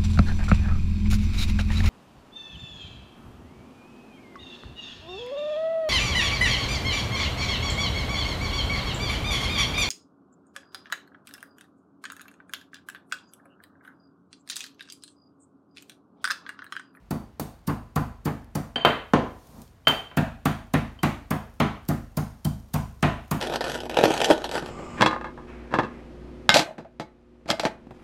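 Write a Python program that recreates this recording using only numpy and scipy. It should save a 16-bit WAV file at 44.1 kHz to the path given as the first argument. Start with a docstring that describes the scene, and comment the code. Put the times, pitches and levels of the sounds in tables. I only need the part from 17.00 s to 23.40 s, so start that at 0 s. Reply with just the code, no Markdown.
"""A stone mortar on the counter of a small, echoing kitchen, heard close up through one microphone.
A stone pestle pounds moist paste, about 3.5 blows a second: each squelches, knocks on the bowl and
thuds through the counter. Near 1.8 s the rhythm breaks and the pestle rings on bare stone.
At 2.6 s the hands change grip with a soft rub, and another clink follows. From 3.2 s the pounding
runs on, one hand damping the bowl, while the paste crackles a little louder as it grows stickier."""
import sys
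import numpy as np
from scipy import signal
from scipy.fft import rfft, irfft, next_fast_len
from scipy.io import wavfile

SR = 44100
rng = np.random.default_rng(int(sys.argv[2]) if len(sys.argv) > 2 else 0)


def pcm_store(signal):
    """Save signal as 16-bit PCM."""
    levels = np.round(np.clip(np.atleast_2d(signal), -1, 1) * 32767)
    wavfile.write(sys.argv[1], SR, levels.astype(np.int16).T)


N = 282460
AGE = np.arange(int(.7 * SR)) / SR  # time since a blow began [s]
BLOW_WINDOW_S, GRIP_CHANGE_S = .08, 2.6


def from_db(db):
    """Decibels to gain."""
    return 10 ** (np.asarray(db) / 20)


def at_hz(points, hz):
    """Read a table on a log-frequency axis."""
    freqs, values = np.transpose(points)
    return np.interp(np.log(np.maximum(hz, 1)), np.log(freqs), values)


def unit(x):
    """Scale to energy 1."""
    return x / np.sqrt(np.sum(x ** 2) + 1e-20)


def at_level(x, db):
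    """Set the rms of the start of a blow."""
    count = int(BLOW_WINDOW_S * SR)
    return x * from_db(db) / np.sqrt(np.mean(x[:count] ** 2) + 1e-20)


def delayed(x, s):
    """The same sound, s seconds later."""
    return np.interp(AGE - s, AGE, x, left=0)


def through(x, response):
    """Pass a blow through an impulse response."""
    return signal.fftconvolve(x, response)[:len(AGE)]


def add(out, s, x):
    """Mix a sound in at time s."""
    i = int(np.clip(round(s * SR), 0, N - 1))
    out[i:i + len(x)] += x[:N - i]


def coloured(x, colour):
    """Causal (minimum-phase) filter that follows a spectrum."""
    size = 2 * next_fast_len(len(x))
    hz = np.arange(size // 2 + 1) * SR / size
    cepstrum = irfft(np.log(from_db(at_hz(colour, hz))))
    cepstrum[1:size // 2] *= 2
    cepstrum[size // 2 + 1:] = 0
    return irfft(rfft(x, size) * np.exp(rfft(cepstrum)))[:len(x)]


def rippled(colour, ripple_db, count=48):
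    """The same spectrum with chance peaks and dips."""
    hz = np.geomspace(colour[0][0], colour[-1][0], count)
    return np.transpose([hz, at_hz(colour, hz) + ripple_db * rng.standard_normal(count)])


def dying(t60):
    """Envelope that falls 60 dB in t60 seconds."""
    return np.exp(-np.log(1000) * AGE / t60)


def swell(peak_s, rise_s, fall_s):
    """Envelope that grows to 1 at peak_s and dies away."""
    time = np.arange(N) / SR - peak_s
    return np.exp(np.minimum(time / rise_s, -time / fall_s))


def modes(table):
    """Impulse response of decaying sines, alternating in sign."""
    return sum((-1) ** k * from_db(db) * dying(t60) * np.sin(2 * np.pi * hz * AGE)
               for k, (hz, db, t60) in enumerate(table))


def steady_noise(colour):
    """Coloured noise of rms 1."""
    return unit(coloured(rng.standard_normal(N), colour)) * np.sqrt(N)


def grains(count, grain_db, clump_s):
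    """Noise whose strength jumps from one short clump to the next."""
    time = np.arange(count) / SR
    clumps = np.interp(time / clump_s, np.arange(count), rng.standard_normal(count))
    return rng.standard_normal(count) * from_db(grain_db * clumps)


# Still air of the kitchen at the microphone: (frequency [Hz], relative density [dB])
AIR_SPECTRUM = [(20, -19.5), (45, 6.5), (100, -0.5), (200, -6.5), (400, -15.5), (1000, -18.5), (2000, -27),
                (5000, -37.5), (16000, -56)]

def room_tone(level_db=-54):
    """The air of the room, a faint low rush behind everything."""
    return from_db(level_db) * steady_noise(AIR_SPECTRUM)


# Reverberation time of the kitchen: (frequency [Hz], t60 [s])
KITCHEN_DECAY = [(100, 0.34), (400, 0.42), (1200, 0.4), (3000, 0.43), (8000, 0.43), (16000, 0.33)]

def kitchen_tail(build_s=0.00098):
    """Diffuse sound from all round the room: octave bands of noise that build up and die away."""
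    out, edges = 0, np.geomspace(70, 18000, 9)
    for low, high in zip(edges, edges[1:]):
        octave = signal.butter(2, [low, high], "band", fs=SR, output="sos")
        band = signal.sosfilt(octave, rng.standard_normal(len(AGE)))
        out = out + band * dying(at_hz(KITCHEN_DECAY, np.sqrt(low * high)))
    return unit(out * (1 - np.exp(-(AGE / build_s) ** 2)))


def in_room(x, tail, wet_db):
    """What reaches the microphone: direct sound plus reverberation."""
    return x + from_db(wet_db) * through(x, tail)


# Juice and air squeezed from the paste in the bowl: (frequency [Hz], relative density [dB])
PASTE_SPECTRUM = [(500, 2.5), (2000, -5), (4400, 1), (4660, 0), (4950, 1), (7000, 0.5), (7800, -4),
                  (9000, 0.5), (10500, -3.5), (13200, -0.5), (15600, -7.5)]

def squelch(tail, lead_s, swell_s, fade_s, grain_db, bright_db, wet_db=-3.5, knee_hz=6500):
    """A spray of tiny bursts that swells as the gap closes and fades when the pestle lands."""
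    envelope = np.exp(np.minimum((AGE - lead_s) / swell_s, (lead_s - AGE) / fade_s))
    bursts = unit(envelope * grains(len(AGE), grain_db, clump_s=0.00038))
    reverb = from_db(wet_db) * delayed(tail, lead_s)
    # finer bursts tilt the top end up
    colour = [(hz, db + bright_db * np.log2(max(hz / knee_hz, 1))) for hz, db in PASTE_SPECTRUM]
    return coloured(bursts + reverb, rippled(colour, ripple_db=2.0, count=90))


def sticking(start_db=-80, end_db=-67, ticks_per_s=4, tick_db=-79, tick_s=.0006, spread_db=4):
    """Wet fibres part and snap: sparse ticks, and a crackle that grows as the paste gets stickier."""
    crackle = coloured(grains(N, grain_db=3, clump_s=0.0013), PASTE_SPECTRUM)
    out = from_db(np.linspace(start_db, end_db, N)) * unit(crackle) * np.sqrt(N)
    for s in np.flatnonzero(rng.random(N) < ticks_per_s / SR) / SR:
        snap = rng.standard_normal(2048) * np.exp(-AGE[:2048] / tick_s)
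        tick = unit(coloured(snap, rippled(PASTE_SPECTRUM, ripple_db=5)))
        gain = from_db(tick_db + spread_db * rng.standard_normal())
        add(out, s, tick * gain * np.sqrt(BLOW_WINDOW_S * SR))
    return out


# Low rub of the pestle dragged in the bowl: (frequency [Hz], relative density [dB])
RUB_SPECTRUM = [(30, -12), (55, 3.5), (110, 6), (230, 4.5), (400, -6), (1000, -8.5), (2000, -27),
                (5000, -52)]

def handling(rub_db=-44, swish_db=-60):
    """The pestle drags in the paste while the hands change over."""
    rub = swell(GRIP_CHANGE_S, rise_s=0.093, fall_s=0.046) * steady_noise(RUB_SPECTRUM)
    swish = swell(GRIP_CHANGE_S, rise_s=0.39, fall_s=0.061) * steady_noise(PASTE_SPECTRUM)
    return from_db(rub_db) * rub + from_db(swish_db) * swish


# Lone wet smacks down in the bowl: (time [s], level [dB])
PASTE_SMACKS = [(1.851, -45.5), (2.47, -66.5), (2.582, -72), (2.618, -59), (2.8815, -38.5), (3.896, -80),
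                (4.498, -76), (4.538, -74), (6.279, -71)]

def smacks(lead_s=0.0017):
    """The paste clicks as the pestle slips into it or pulls free."""
    out = np.zeros(N)
    for s, db in PASTE_SMACKS:
        smack = squelch(kitchen_tail(), lead_s, swell_s=0.00064, fade_s=0.0035, grain_db=3, bright_db=3)
        add(out, s - lead_s, at_level(smack, db))
    return out


# Standing waves of the kitchen: (frequency [Hz], gain [dB], t60 [s])
STANDING_WAVES = [(45.2, -40.5, 0.91), (68.64, -37, 0.75), (97.7, -32, 0.48), (121.9, -35.5, 0.53),
                  (148.9, -23, 0.3), (207.6, -22, 0.27), (232, -34, 0.51)]
# Returns from walls and cabinets, shortest path first: (delay [s], gain [dB])
WALL_ECHOES = [(.0087, -0.5), (0.0222, -4.5), (0.0328, -0.5), (0.047, -3.5), (0.0585, -11.5)]
# The counter right under the mortar: (base frequency [Hz], gain [dB], t60 [s])
COUNTER_MODES = [(191.4, 1, 0.01), (174.4, -1.5, 0.015)]

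def thud(tail, cushion_s, stiff_s=0.0014, softening=0.27, spread=0.28, sharpening=0.099,
         yield_s=0.002, wander=0.015):
    """The blow pushes the counter; the boom bounces between the walls and wakes the standing waves."""
    push_s = (stiff_s + softening * cushion_s) * np.exp(spread * rng.standard_normal())
    push = np.sin(np.pi * np.minimum(AGE / push_s, 1)) ** 2
    # a bare contact is a stiffer spring, so the mortar bounces at a higher pitch; the grip varies it too
    pitch = 1 + sharpening * np.exp(-cushion_s / yield_s) + wander * rng.standard_normal()
    direct = through(push, modes([(hz * pitch, db, t60) for hz, db, t60 in COUNTER_MODES]))
    echoes = sum(from_db(db) * delayed(direct, s) for s, db in WALL_ECHOES)
    standing = through(push, modes(STANDING_WAVES)) / pitch ** 2
    return in_room(direct, tail, wet_db=0.5) + echoes - standing


# The spot where stone meets stone: (frequency [Hz], relative density [dB])
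CONTACT_SPECTRUM = [(130, -21), (245, 5.5), (340, 0.5), (480, -0.5), (700, 3), (1100, 1.5), (2000, -2.5),
                    (3000, -3.5), (4400, -6.5), (5500, -18), (16000, -22.5)]

def stone_contact(tail, hard_hz, cushion_s, rebound_s, rocking_db=0, crush_s=.0055, hop_s=.011,
                  wet_db=2, crack_db=1, crack_s=0.0012, yield_s=0.0042):
    """Stone grinds onto stone and the bowl rocks back; paste between them draws the contact out."""
    attack = 1 - np.exp(-(AGE / (0.88 * cushion_s)) ** 2)
    envelope = attack * np.exp(-AGE / (crush_s + 0.87 * cushion_s))
    strike, landing, chips = rng.standard_normal((3, len(AGE)))
    # the longer the bowl hops, the harder it lands
    grind = unit(strike * envelope + (rebound_s / hop_s) ** 2 * delayed(landing * envelope, rebound_s))
    # bare stone adds a compact crack that paste swallows
    crack = from_db(crack_db) * np.exp(-cushion_s / yield_s) * unit(chips * AGE * np.exp(-AGE / crack_s))
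    reverb = from_db(wet_db) * delayed(tail, cushion_s)
    rocking_hz, width_octaves = 486, 0.38
    colour = [(hz, db + rocking_db * np.exp(-(np.log2(hz / rocking_hz) / width_octaves) ** 2))
              for hz, db in CONTACT_SPECTRUM]
    contact = coloured(grind + crack + reverb, rippled(colour, ripple_db=1.87))
    return signal.sosfilt(signal.butter(2, hard_hz, fs=SR, output="sos"), contact)


# The heavy bowl on the counter: (frequency [Hz], gain [dB], t60 [s], loss under the hand [dB])
BOWL_MODES = [(370, 21, 0.06, 4), (410, 22, .045, 2.5), (466, 11.5, .04, 7), (634.5, 20.5, 0.076, 4),
              (800, 13, 0.03, 7.5), (997, 17.5, 0.2, -3.5), (1323, 6, 0.05, 1), (1689, 4, 0.085, 4.5),
              (2312, 4, .04, 0)]

def knock(contact, held, bowl_db=-15, spot_db=8.0):
    """The contact and the ring it wakes in the bowl; each spot struck favours other modes."""
    bowl = modes([(hz, db - held * loss_db + spot_db * rng.standard_normal(), t60)
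                  for hz, db, t60, loss_db in BOWL_MODES])
    return unit(contact) + from_db(bowl_db) * unit(through(contact, bowl))


# The pestle, damped by the fist: (frequency [Hz], gain [dB], t60 [s])
PESTLE_MODES = [(3099, 7, 0.064), (3213, -1, .045), (4536, -15, 0.074), (4637, -14, 0.064),
                (6500, -31.5, 0.062), (6950, -31, .05), (8550, -29.5, 0.1), (10800, -41, .06),
                (11620, -39.5, .06)]

def pestle_ring(tail, skip=0):
    """The stone rod rings in its modes, less the lowest `skip` of them."""
    return in_room(modes(PESTLE_MODES[skip:]), tail, wet_db=-5.5)


# The pestle catches the bare wall of the bowl: (time [s], knock level [dB], ring level [dB])
BARE_HITS = [(1.7585, -33, -30.5), (1.849, -17, -26.5), (2.851, -73, -65), (2.8708, -22, -20),
             (3.113, -51, -67.5), (3.99, -62, -54.5), (5.45, -58, -53)]

def clinks(cushion_s=0.00025, thud_below_db=11):
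    """Bare stone on stone, short and hard: a sharp knock, a clear ring and only a light thud."""
    out = np.zeros(N)
    for s, knock_db, ring_db in BARE_HITS:
        tail = kitchen_tail()
        add(out, s, at_level(thud(tail, cushion_s), knock_db - thud_below_db))
        contact = stone_contact(tail, hard_hz=2100, cushion_s=cushion_s, rebound_s=.0038)
        add(out, s, at_level(knock(contact, held=s > GRIP_CHANGE_S), knock_db))
        add(out, s, at_level(pestle_ring(tail), ring_db))
    return out


# Blows into the paste, in front of the microphone:
# (time [s], thud level [dB], knock level [dB], squelch level [dB], cushioning by the paste [s])
BLOWS = [(0.108, -29, -37, -45.5, .0023), (0.3966, -34.5, -37, -40.5, .0012),
         (0.6768, -26, -32, -44.5, 0.0059), (0.9602, -24, -28.5, -43, 0.0039),
         (1.2564, -26, -33, -45.5, 0.0057), (1.553, -28, -35, -43, 0.0028),
         (2.1345, -23.5, -18.5, -45, 0.001264), (3.1711, -21.5, -27.5, -43, 0.0033),
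         (3.4556, -23.5, -26.5, -39.5, .0028), (3.738, -22, -25.5, -43, 0.0032),
         (4.032, -23.5, -25.5, -39.5, .003), (4.308, -26, -30.5, -41.5, 0.0035),
         (4.6012, -22.5, -24, -44, .0025), (4.889, -23.5, -33.5, -40.5, 0.0055),
         (5.172, -25.5, -35.5, -41, 0.004), (5.4504, -24, -40.5, -42, 0.0039),
         (5.74, -24.5, -33.5, -40, .0046), (6.0273, -21.5, -23.5, -42, 0.0031),
         (6.3125, -26.5, -31.5, -39.5, 0.0031)]

def pounding(usual_knock_db=-28.5, usual_hard_hz=1740, octaves_per_db=0.0646, dulling_per_db=1.84,
             overtones_db=-56.5, hand_damping_db=3, lead_s=0.014):
    """Every blow is a thud, a knock, a ring and a squelch, and fills the room in its own way."""
    out = np.zeros(N)
    for s, thud_db, knock_db, squelch_db, cushion_s in BLOWS:
        tail, held = kitchen_tail(), s > GRIP_CHANGE_S
        # a louder knock leaves less paste between the stones: harder contact, more ring, duller squelch
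        harder_db = knock_db - usual_knock_db
        hardest_hz = 2500 if held else 1140  # a free bowl gives way, which keeps the contact soft
        hard_hz = min(usual_hard_hz * 2 ** (octaves_per_db * harder_db), hardest_hz)
        ring_db = min(-63 + 5 * harder_db, -56)
        bright_db = 6 - dulling_per_db * max(harder_db, 0)  # per octave
        # a hard blow rocks the free bowl on the counter: a hollow clonk
        rocking_db = 5 if harder_db > 0 and not held else 0
        # thick paste delays the landing on stone and lets the juice out earlier
        rebound_s = .002 + 2.2 * cushion_s
        squelch_peak_s = s + 0.0017 - 0.49 * cushion_s
        swell_s = 0.0002 + 0.39 * cushion_s

        add(out, s, at_level(thud(tail, cushion_s), thud_db))
        contact = stone_contact(tail, hard_hz, cushion_s, rebound_s, rocking_db)
        add(out, s, at_level(knock(contact, held), knock_db))
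        add(out, s, at_level(pestle_ring(tail), ring_db))
        # even a soft blow wakes the overtones
        add(out, s, at_level(pestle_ring(tail, skip=2), overtones_db - held * hand_damping_db))
        spray = squelch(kitchen_tail(), lead_s, swell_s, fade_s=0.0047, grain_db=4, bright_db=bright_db)
        add(out, squelch_peak_s - lead_s, at_level(spray, squelch_db))
    return out


def scene():
    """The kitchen from one spot by the counter, in mono: room tone behind, the mortar in front."""
    return (room_tone() + pounding() + clinks() + smacks() + handling() + sticking())[None]


def record(dry, ceiling=2.0, low_cut_hz=32, high_cut_hz=15900):
    """The microphone drops the deepest bass, the highest peaks are rounded and the top is cut."""
    low_cut = signal.butter(2, low_cut_hz, "high", fs=SR, output="sos")
    high_cut = signal.ellip(10, .1, 80, high_cut_hz, fs=SR, output="sos")
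    rounded = ceiling * np.tanh(signal.sosfilt(low_cut, dry) / ceiling)
    return signal.sosfilt(high_cut, rounded)


dry = scene()
out = record(dry)
pcm_store(out)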